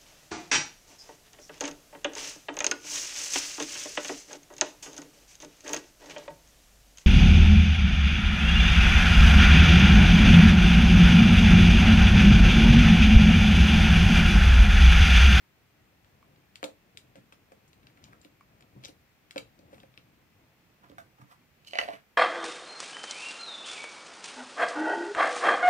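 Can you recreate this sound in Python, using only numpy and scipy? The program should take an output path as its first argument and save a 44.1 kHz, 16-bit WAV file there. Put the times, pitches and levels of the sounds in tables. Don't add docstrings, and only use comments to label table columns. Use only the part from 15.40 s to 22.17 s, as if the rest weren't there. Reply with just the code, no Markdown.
import sys
import numpy as np
from scipy import signal
from scipy.io import wavfile

SR = 44100
rng = np.random.default_rng(int(sys.argv[2]) if len(sys.argv) > 2 else 0)


def unload_audio(sound):
    columns = np.transpose(np.atleast_2d(sound))
    steps = np.round(np.clip(columns, -1, 1) * 32767)
    wavfile.write(sys.argv[1], SR, steps.astype(np.int16))


N = 298557


def from_db(db):
    return 10 ** (np.asarray(db) / 20)


def rms_one(x):
    return x / np.sqrt(np.mean(x ** 2) + 1e-20)


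def in_time(rows):
    s, *columns = np.transpose(rows)
    return [np.interp(np.arange(N) / SR, s, c) for c in columns]


def at_hz(points, hz):
    table = np.array(points)
    return np.interp(np.log(hz), np.log(table[:, 0]), table[:, 1])


def drift(rate_hz):
    step = 40
    pole = np.exp(-2 * np.pi * rate_hz * step / SR)
    white = rng.standard_normal(N // step + 2002)
    slow = signal.lfilter([1], [1, -2 * pole, pole * pole], white)[2000:]
    return np.interp(np.arange(N) / step, np.arange(len(slow)), rms_one(slow))


def bands(low_hz, step=0.5916):
    edges = low_hz * 2 ** np.arange(0, np.log2(.42 * SR / low_hz), step)
    return [(np.sqrt(a * b), signal.butter(2, [a, b], "band", fs=SR, output="sos"))
            for a, b in zip(edges, edges[1:])]


def train(times, db):
    out = np.zeros(N)
    np.add.at(out, (np.asarray(times) * SR).astype(int), from_db(db))
    return out


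def ring(clicks, hz, t60):
    radius = from_db(-60 / (t60 * SR))
    angle = 2 * np.pi * hz / SR
    return signal.lfilter([.5, 0, -.5], [1, -2 * radius * np.cos(angle), radius * radius], clicks + 1e-18)


def near(hz, centre_hz, reach_oct):
    return -6 * (np.log2(hz / centre_hz) / reach_oct) ** 2


TRAVEL_S = .0012


def strike(times, modes, db_of_mode, spread_db, contact_s):
    shape = (len(times), len(modes))
    chance = spread_db * rng.standard_normal(shape)
    late = TRAVEL_S + contact_s * rng.random(shape)
    out = 0
    for k, (hz, db, t60) in enumerate(modes):
        clicks = train(times + late[:, k], db + db_of_mode(hz) + chance[:, k])
        out = out + (-1) ** k * ring(clicks, hz, t60)
    return out


SLIDE_SWING_DB = 20


def swell(t, s, db, rise_s, fall_s):
    return from_db(db - SLIDE_SWING_DB * np.maximum((s - t) / rise_s, (t - s) / fall_s))


# (frequency [Hz], relative density [dB per Hz])
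HISS_SPECTRUM = [(25, -15.5), (62, -9.5), (85, -7.5), (120, -4), (160, -5), (300, -13), (650, -14.5),
                 (1500, -14.5), (2250, -12), (3300, -19.5), (6300, -25), (9800, -30.5), (12800, -26.5),
                 (15500, -23)]
# (frequency [Hz], left-right likeness [-1 to 1])
HISS_LIKENESS = [(60, 0.79), (180, 0.46), (550, 0.7), (1650, 0.23), (4970, -0.026), (15000, -0.1)]
# (frequency [Hz], left minus right [dB])
HISS_BALANCE = [(60, 0), (240, -4), (950, 0.5), (3770, 1.5), (15000, 1)]
HISS_DB = -66.5


def hiss():
    out = 0
    white = rng.standard_normal((2, 2, N))
    for k, (hz, sos) in enumerate(bands(21.44, step=1 / 3)):
        mid, side = signal.sosfilt(sos, white[k % 2])
        alike = np.clip(at_hz(HISS_LIKENESS, hz), -1, 1)
        lean = from_db(at_hz(HISS_BALANCE, hz) / 2 * np.array([[1], [-1]]))
        pair = np.sqrt(1 + alike) * mid + np.sqrt(1 - alike) * side * [[1], [-1]]
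        level = from_db(at_hz(HISS_SPECTRUM, hz) + 0.22 * drift(8.5))
        out = out + lean * level * pair
    return from_db(HISS_DB) * rms_one(out)


# (time [s], rumble level [dB])
HANDLING_LEVEL = [(0.0, -73), (0.87, -63), (1.02, -69), (1.81, -65), (2.09, -67), (2.71, -61),
                  (3.04, -67.5), (3.5, -59.5), (3.71, -75.5), (3.96, -65.5), (4.41, -61), (4.6, -66.5),
                  (5.41, -68), (5.6, -60.5), (5.79, -72.5), (6.26, -69), (6.47, -65), (6.77, -75)]
# (frequency [Hz], relative density [dB per Hz])
RUMBLE_SPECTRUM = [(26, -40), (45, -9.5), (62, -2), (130, 0), (166, -4), (292, -4), (440, -12.5), (519, -4),
                   (840, -21.5), (1200, -11.5), (1560, -62), (2640, -120)]
LUMPS_DB = 1.6


def handling():
    out = 0
    together = drift(6.5)
    white = rng.standard_normal((2, N))
    for k, (hz, sos) in enumerate(bands(43.8)[:10]):
        lumps_db = LUMPS_DB * (together + drift(12))
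        out = out + from_db(at_hz(RUMBLE_SPECTRUM, hz) + lumps_db) * signal.sosfilt(sos, white[k % 2])
    return from_db(in_time(HANDLING_LEVEL)[0]) * rms_one(out)


# (time [s], relative level [dB], pitch most excited [Hz], crack relative to click [dB])
CASE_CLICKS = [(0.6449, -58, 2140, -29), (0.9597, -59.5, 2340, -24), (1.1552, -39.5, 2850, -9),
               (1.2282, -34.5, 1720, -14), (1.2394, -31, 2900, -6), (1.5715, -40, 2780, -2.5),
               (1.7552, -52, 2410, -8.5), (1.9227, -44.5, 2020, -15), (2.1188, -51.5, 1630, -8),
               (2.277, -65.5, 2240, 8), (2.33, -53.5, 2420, -10), (2.4304, -58, 2130, -18),
               (2.4684, -47, 2440, -24), (2.572, -57, 2160, -13), (2.6392, -47.5, 4640, -26),
               (2.731, -50.5, 1310, -20), (2.8135, -56.5, 6150, -7), (2.8469, -54, 3000, -12),
               (3.2064, -48.5, 2160, -12), (3.2226, -54, 2670, -24), (3.4369, -42, 2710, -29),
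               (3.4478, -37, 4680, -32), (3.4536, -37, 3170, -28), (3.4934, -64, 4520, -21),
               (3.908, -41, 2770, -6.5), (3.9588, -38.5, 2320, -31), (3.9674, -41, 2580, -19),
               (3.9785, -29.5, 2920, -11), (4.1896, -59, 4200, -7), (4.33, -56, 2740, -19),
               (4.343, -56, 3030, -19), (4.3795, -52, 1980, -14), (4.4006, -53, 2950, -27),
               (4.4317, -52, 2100, -23), (4.5391, -60, 2600, -20), (4.575, -43.5, 2480, -33),
               (5.4969, -60, 3650, -20), (5.5149, -53, 1780, -23), (5.5815, -48, 1410, -14),
               (5.8146, -50, 1290, -28), (6.247, -55, 3000, -9)]
# (frequency [Hz], relative level [dB], t60 before the cap [s])
CASE_MODES = [(1220, 10, 0.012), (1540, 3, 0.027), (1817, 9, 0.0053), (2310, 4.5, 0.011),
              (2682, 2.5, 0.018), (3265, 10, 0.005), (3730, 9.5, 0.0067), (4040, 9.5, 0.0085),
              (4730, 7.5, 0.0092), (5710, 7.5, 0.0063), (6740, 4, 0.036), (7430, 4, 0.045),
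              (7500, -18, 0.036)]
CASE_LONGEST_T60_S, CASE_CONTACT_S = .022, .0008
CASE_REACH_OCT, CASE_SPREAD_DB = 0.73, 2
CASE_DB, CRACK_DB = -6, 3
CRACK_S = 0.0072
CRACK_LOW_HZ, CRACK_HIGH_HZ = 5950, 8400


def cases():
    s, db, hz, crack_db = np.transpose(CASE_CLICKS)
    modes = [(f, level, min(t60, CASE_LONGEST_T60_S)) for f, level, t60 in CASE_MODES]
    body = strike(s, modes, lambda f: db + CASE_DB + near(f, hz, CASE_REACH_OCT),
                  CASE_SPREAD_DB, CASE_CONTACT_S)
    fade = np.exp(-1 / (CRACK_S * SR))
    onsets = train(s + TRAVEL_S, db + crack_db + CRACK_DB)
    burst = rng.choice([-1, 1], N) * signal.lfilter([1], [1, -fade], onsets + 1e-18)
    bright = signal.butter(1, (CRACK_LOW_HZ, CRACK_HIGH_HZ), "band", fs=SR, output="sos")
    return body + signal.sosfilt(bright, burst)


# (time [s], level added to the modes [dB])
TICK_BLOWS = [(0.826, -70), (3.008, -66.5)]
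# (frequency [Hz], relative level [dB], t60 [s])
TICK_MODES = [(1116, 18.5, 0.025), (1560, -14, 0.013), (2250, 10, 0.044)]


def ticks():
    s, db = np.transpose(TICK_BLOWS)
    return strike(s, TICK_MODES, lambda f: db, 0.91, CASE_CONTACT_S)


# (time [s], relative level [dB], pitch most excited
# [Hz])
COUNTER_THUDS = [(1.228, -26.5, 506), (1.24, -26.5, 516), (1.26, -39, 526), (1.285, -41, 480),
                 (1.487, -53, 145), (1.636, -51, 230), (1.754, -48.5, 480), (1.767, -45, 299),
                 (1.778, -44, 199), (1.921, -50, 428), (2.116, -45, 500), (2.131, -52.5, 375),
                 (2.555, -50, 213), (2.62, -59, 113), (2.689, -44, 123), (2.847, -43, 273),
                 (3.361, -33, 114), (3.376, -38, 114), (3.443, -49, 500), (3.488, -43.5, 260),
                 (3.958, -28, 443), (3.979, -35, 300), (4.189, -49, 286), (4.23, -47.5, 244),
                 (4.328, -37, 310), (4.434, -50.5, 600), (4.484, -50, 120), (4.576, -47.5, 209),
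                 (5.439, -51.5, 143), (5.498, -44, 266), (5.52, -43, 280), (5.582, -46, 716),
                 (5.794, -42, 141), (5.818, -42, 143), (5.838, -42, 130), (6.386, -33.5, 400),
                 (6.448, -41.5, 440), (6.484, -35.5, 430), (6.531, -39.5, 380)]
# (frequency [Hz], relative level [dB], t60 [s])
COUNTER_MODES = [(127.5, -2.5, 0.29), (197, 0.5, 0.055), (296.2, 1.5, 0.1), (360, -15, 0.04),
                 (447, -3.5, 0.081), (540.6, 7.5, 0.045), (643, 2, 0.04), (844, 5, 0.027),
                 (1050, -4, 0.033)]
COUNTER_REACH_OCT, COUNTER_SPREAD_DB = 0.94, 2.5
COUNTER_DB, COUNTER_CONTACT_S = -10.5, .002


def counter():
    s, db, hz = np.transpose(COUNTER_THUDS)
    blows = strike(s, COUNTER_MODES, lambda f: db + COUNTER_DB + near(f, hz, COUNTER_REACH_OCT),
                   COUNTER_SPREAD_DB, COUNTER_CONTACT_S)
    return signal.sosfilt(signal.butter(2, 1100, fs=SR, output="sos"), blows)


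# (time of maximum [s], relative level [dB], rise [s], fall [s],
# pitch most excited [Hz], all pitches relative to it [dB])
SLIDE_STROKES = [(1.244, -51, .002, 0.0054, 2190, -5), (1.3, -77, .03, .03, 2000, -6),
                 (1.764, -73, .006, 0.075, 2400, -7), (1.93, -70, 0.0044, 0.034, 3800, -10),
                 (2.121, -70, .002, 0.02, 1900, -13), (2.5, -80, .005, .02, 1910, -2),
                 (2.578, -73, .015, .03, 2030, -12), (2.625, -72, .02, .02, 1250, -20),
                 (2.646, -74, 0.044, .1, 2580, -9), (2.685, -69, .03, .025, 1100, -20),
                 (2.728, -69, .02, .025, 1400, -18), (2.852, -79.5, 0.064, 0.019, 2400, 3),
                 (3.452, -55.5, 0.027, 0.013, 3400, -13), (3.485, -65.5, 0.017, 0.024, 3380, -1.5),
                 (3.984, -47.5, 0.015, .005, 2680, -14), (4.03, -72, .05, .05, 2720, -21),
                 (4.344, -69, .045, 0.022, 1880, -7), (4.398, -83, 0.072, .1, 2600, 0),
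                 (5.442, -60, 0.027, .05, 1210, -36), (5.5, -74, .02, .01, 1310, -7),
                 (5.584, -73, .002, 0.057, 1470, 4), (5.788, -63.5, .015, .03, 1040, -25),
                 (5.816, -69.5, 0.012, .035, 1130, -8.5), (5.92, -61, 0.045, 0.038, 1200, -12.5),
                 (6.35, -53, .02, 0.1, 2480, -34), (6.393, -49, 0.0124, 0.12, 2180, -15),
                 (6.493, -68, 0.054, 0.056, 2330, -34), (6.539, -55.5, 0.041, 0.053, 1750, -19.5)]
SLIDE_GRAINS_PER_S, GRAIN_SPREAD_DB = 1200, 4.5
SLIDE_CYCLES = 18.6
SLIDE_REACH_OCT = 0.46


def slides():
    s, db, rise_s, fall_s, centre, broad_db = np.transpose(SLIDE_STROKES)
    t = np.arange(0, N, 16) / SR
    strokes = swell(t[:, None], s, db, rise_s, fall_s)
    out = 0
    for hz in np.geomspace(500, 14000, 20):
        sizes_db = GRAIN_SPREAD_DB * np.minimum(rng.exponential(1, N), 4)
        sizes = from_db(sizes_db) * rng.choice([-1, 1], N)
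        grains = sizes * (rng.random(N) < SLIDE_GRAINS_PER_S / SR)
        level = strokes @ (from_db(near(hz, centre, SLIDE_REACH_OCT)) + from_db(broad_db))
        ringing = rms_one(ring(grains, hz, SLIDE_CYCLES / hz))
        out = out + ringing * np.interp(np.arange(N) / SR, t, level)
    return out


# (time [s], level added to the modes [dB])
TAP_BLOWS = [(5.5812, -45), (5.6004, -53.5)]
# (frequency [Hz], relative level [dB], t60 [s])
TAP_MODES = [(678, -4.5, 0.11), (1526, 5, 0.053), (2140, -15, 0.022), (3550, -9.5, 0.043)]


def taps():
    s, db = np.transpose(TAP_BLOWS)
    return strike(s, TAP_MODES, lambda f: db, 1, CASE_CONTACT_S)


# (time of maximum [s], level added to the resonances [dB], rise [s], fall [s])
SQUEAK_STROKE = (6.272, -53.5, .012, 0.14)
# (frequency [Hz], relative level [dB], t60 [s])
SQUEAK_RESONANCES = [(3010, 0.5, 0.017), (4200, -2, 0.0036), (6180, -12, 0.0025)]


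def squeak():
    rub = rng.standard_normal(N) * from_db(4.8 * drift(96))
    tone = sum(from_db(db) * rms_one(ring(rub, hz, t60)) for hz, db, t60 in SQUEAK_RESONANCES)
    return tone * swell(np.arange(N) / SR, *SQUEAK_STROKE)


# (time [s], relative level [dB], upper modes relative to the lower [dB])
BOX_KNOCKS = [(6.332, -23, -7), (6.346, -37, -4), (6.353, -22, -6), (6.364, -28, -43), (6.371, -30, 1),
              (6.385, -12.5, 1), (6.4, -34, -1), (6.411, -20.5, -6.5), (6.425, -25, -9), (6.433, -34, 2.5),
              (6.448, -29.5, -17), (6.477, -26.5, -17), (6.485, -18, -15.5), (6.504, -20, -30),
              (6.533, -30, -11), (6.552, -37, -11)]
# (frequency [Hz], relative level [dB], t60 [s])
BOX_MODES = [(443, -18, 0.04), (600, -9, 0.038), (637, -2, 0.047), (682, -4, 0.04), (797, -12.5, 0.026),
             (1120, -13.5, 0.034), (1550, 2.5, 0.018), (1826, 5, 0.018), (2016, 4.5, 0.027),
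             (2314, -0.5, 0.05), (2660, 4.5, 0.019), (2918, -1.5, 0.044), (2985, 3.5, 0.027),
             (4060, 4, 0.0089), (4610, 0.5, 0.019), (6370, -13, 0.027)]
BOX_UPPER_HZ = 1300
BOX_DB, BOX_SPREAD_DB, BOX_CONTACT_S = -10.5, 2.5, .0015


def box():
    s, db, upper_db = np.transpose(BOX_KNOCKS)
    knocks = strike(s, BOX_MODES, lambda f: db + BOX_DB + upper_db * (f > BOX_UPPER_HZ),
                    BOX_SPREAD_DB, BOX_CONTACT_S)
    return signal.sosfilt(signal.butter(1, 5000, fs=SR, output="sos"), knocks)


# (time [s], lag of the left port [samples], left minus right [dB])
HAND_PLACE = [(0, -15, 3), (5.0, -15, 3), (5.3, 14, -3), (6.77, 14, -3)]
SHADOW_HZ = 4340


def ports(x):
    lag, db = in_time(HAND_PLACE)
    dull = signal.sosfilt(signal.butter(1, SHADOW_HZ, fs=SR, output="sos"), x)
    out = []
    for sign in (1, -1):
        shade = np.clip(-sign * db / 3, 0, 1)
        delay = np.round(sign * lag / 2).astype(int)
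        heard = np.clip(np.arange(N) - delay, 0, N - 1)
        out.append(from_db(sign * db / 2) * (shade * dull + (1 - shade) * x)[heard])
    return np.array(out)


# (frequency [Hz], t60 [s])
ROOM_DECAY = [(150, 0.26), (600, 0.17), (2500, 0.18), (8000, 0.19)]
# (frequency [Hz], relative level [dB])
ROOM_SPECTRUM = [(150, -5), (600, 3), (2500, -5), (8000, -1.5)]
ROOM_DB, ROOM_GAP_S = -6.5, 0.0027


def room(x):
    t = np.arange(SR // 2) / SR
    white = rng.standard_normal((2, 2, len(t)))
    tail = 0
    for k, (hz, sos) in enumerate(bands(59.3)):
        level_db = at_hz(ROOM_SPECTRUM, hz) - 60 * t / at_hz(ROOM_DECAY, hz)
        tail = tail + signal.sosfilt(sos, white[k % 2]) * from_db(level_db)
    tail = tail * (t > ROOM_GAP_S)
    tail = tail / np.sqrt(np.sum(tail ** 2) / 2)
    return from_db(ROOM_DB) * signal.fftconvolve(x[None], tail, axes=1)[:, :N]


def scene():
    aside = cases() + counter() + box() + taps() + slides() + squeak()
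    ahead = ticks()
    return ports(aside + handling()) + ahead + room(aside + ahead) + hiss()


def record(dry):
    cutoff_hz = 16500
    return signal.sosfilt(signal.cheby2(12, 60, cutoff_hz, fs=SR, output="sos"), dry)


dry = scene()
out = record(dry)
unload_audio(out)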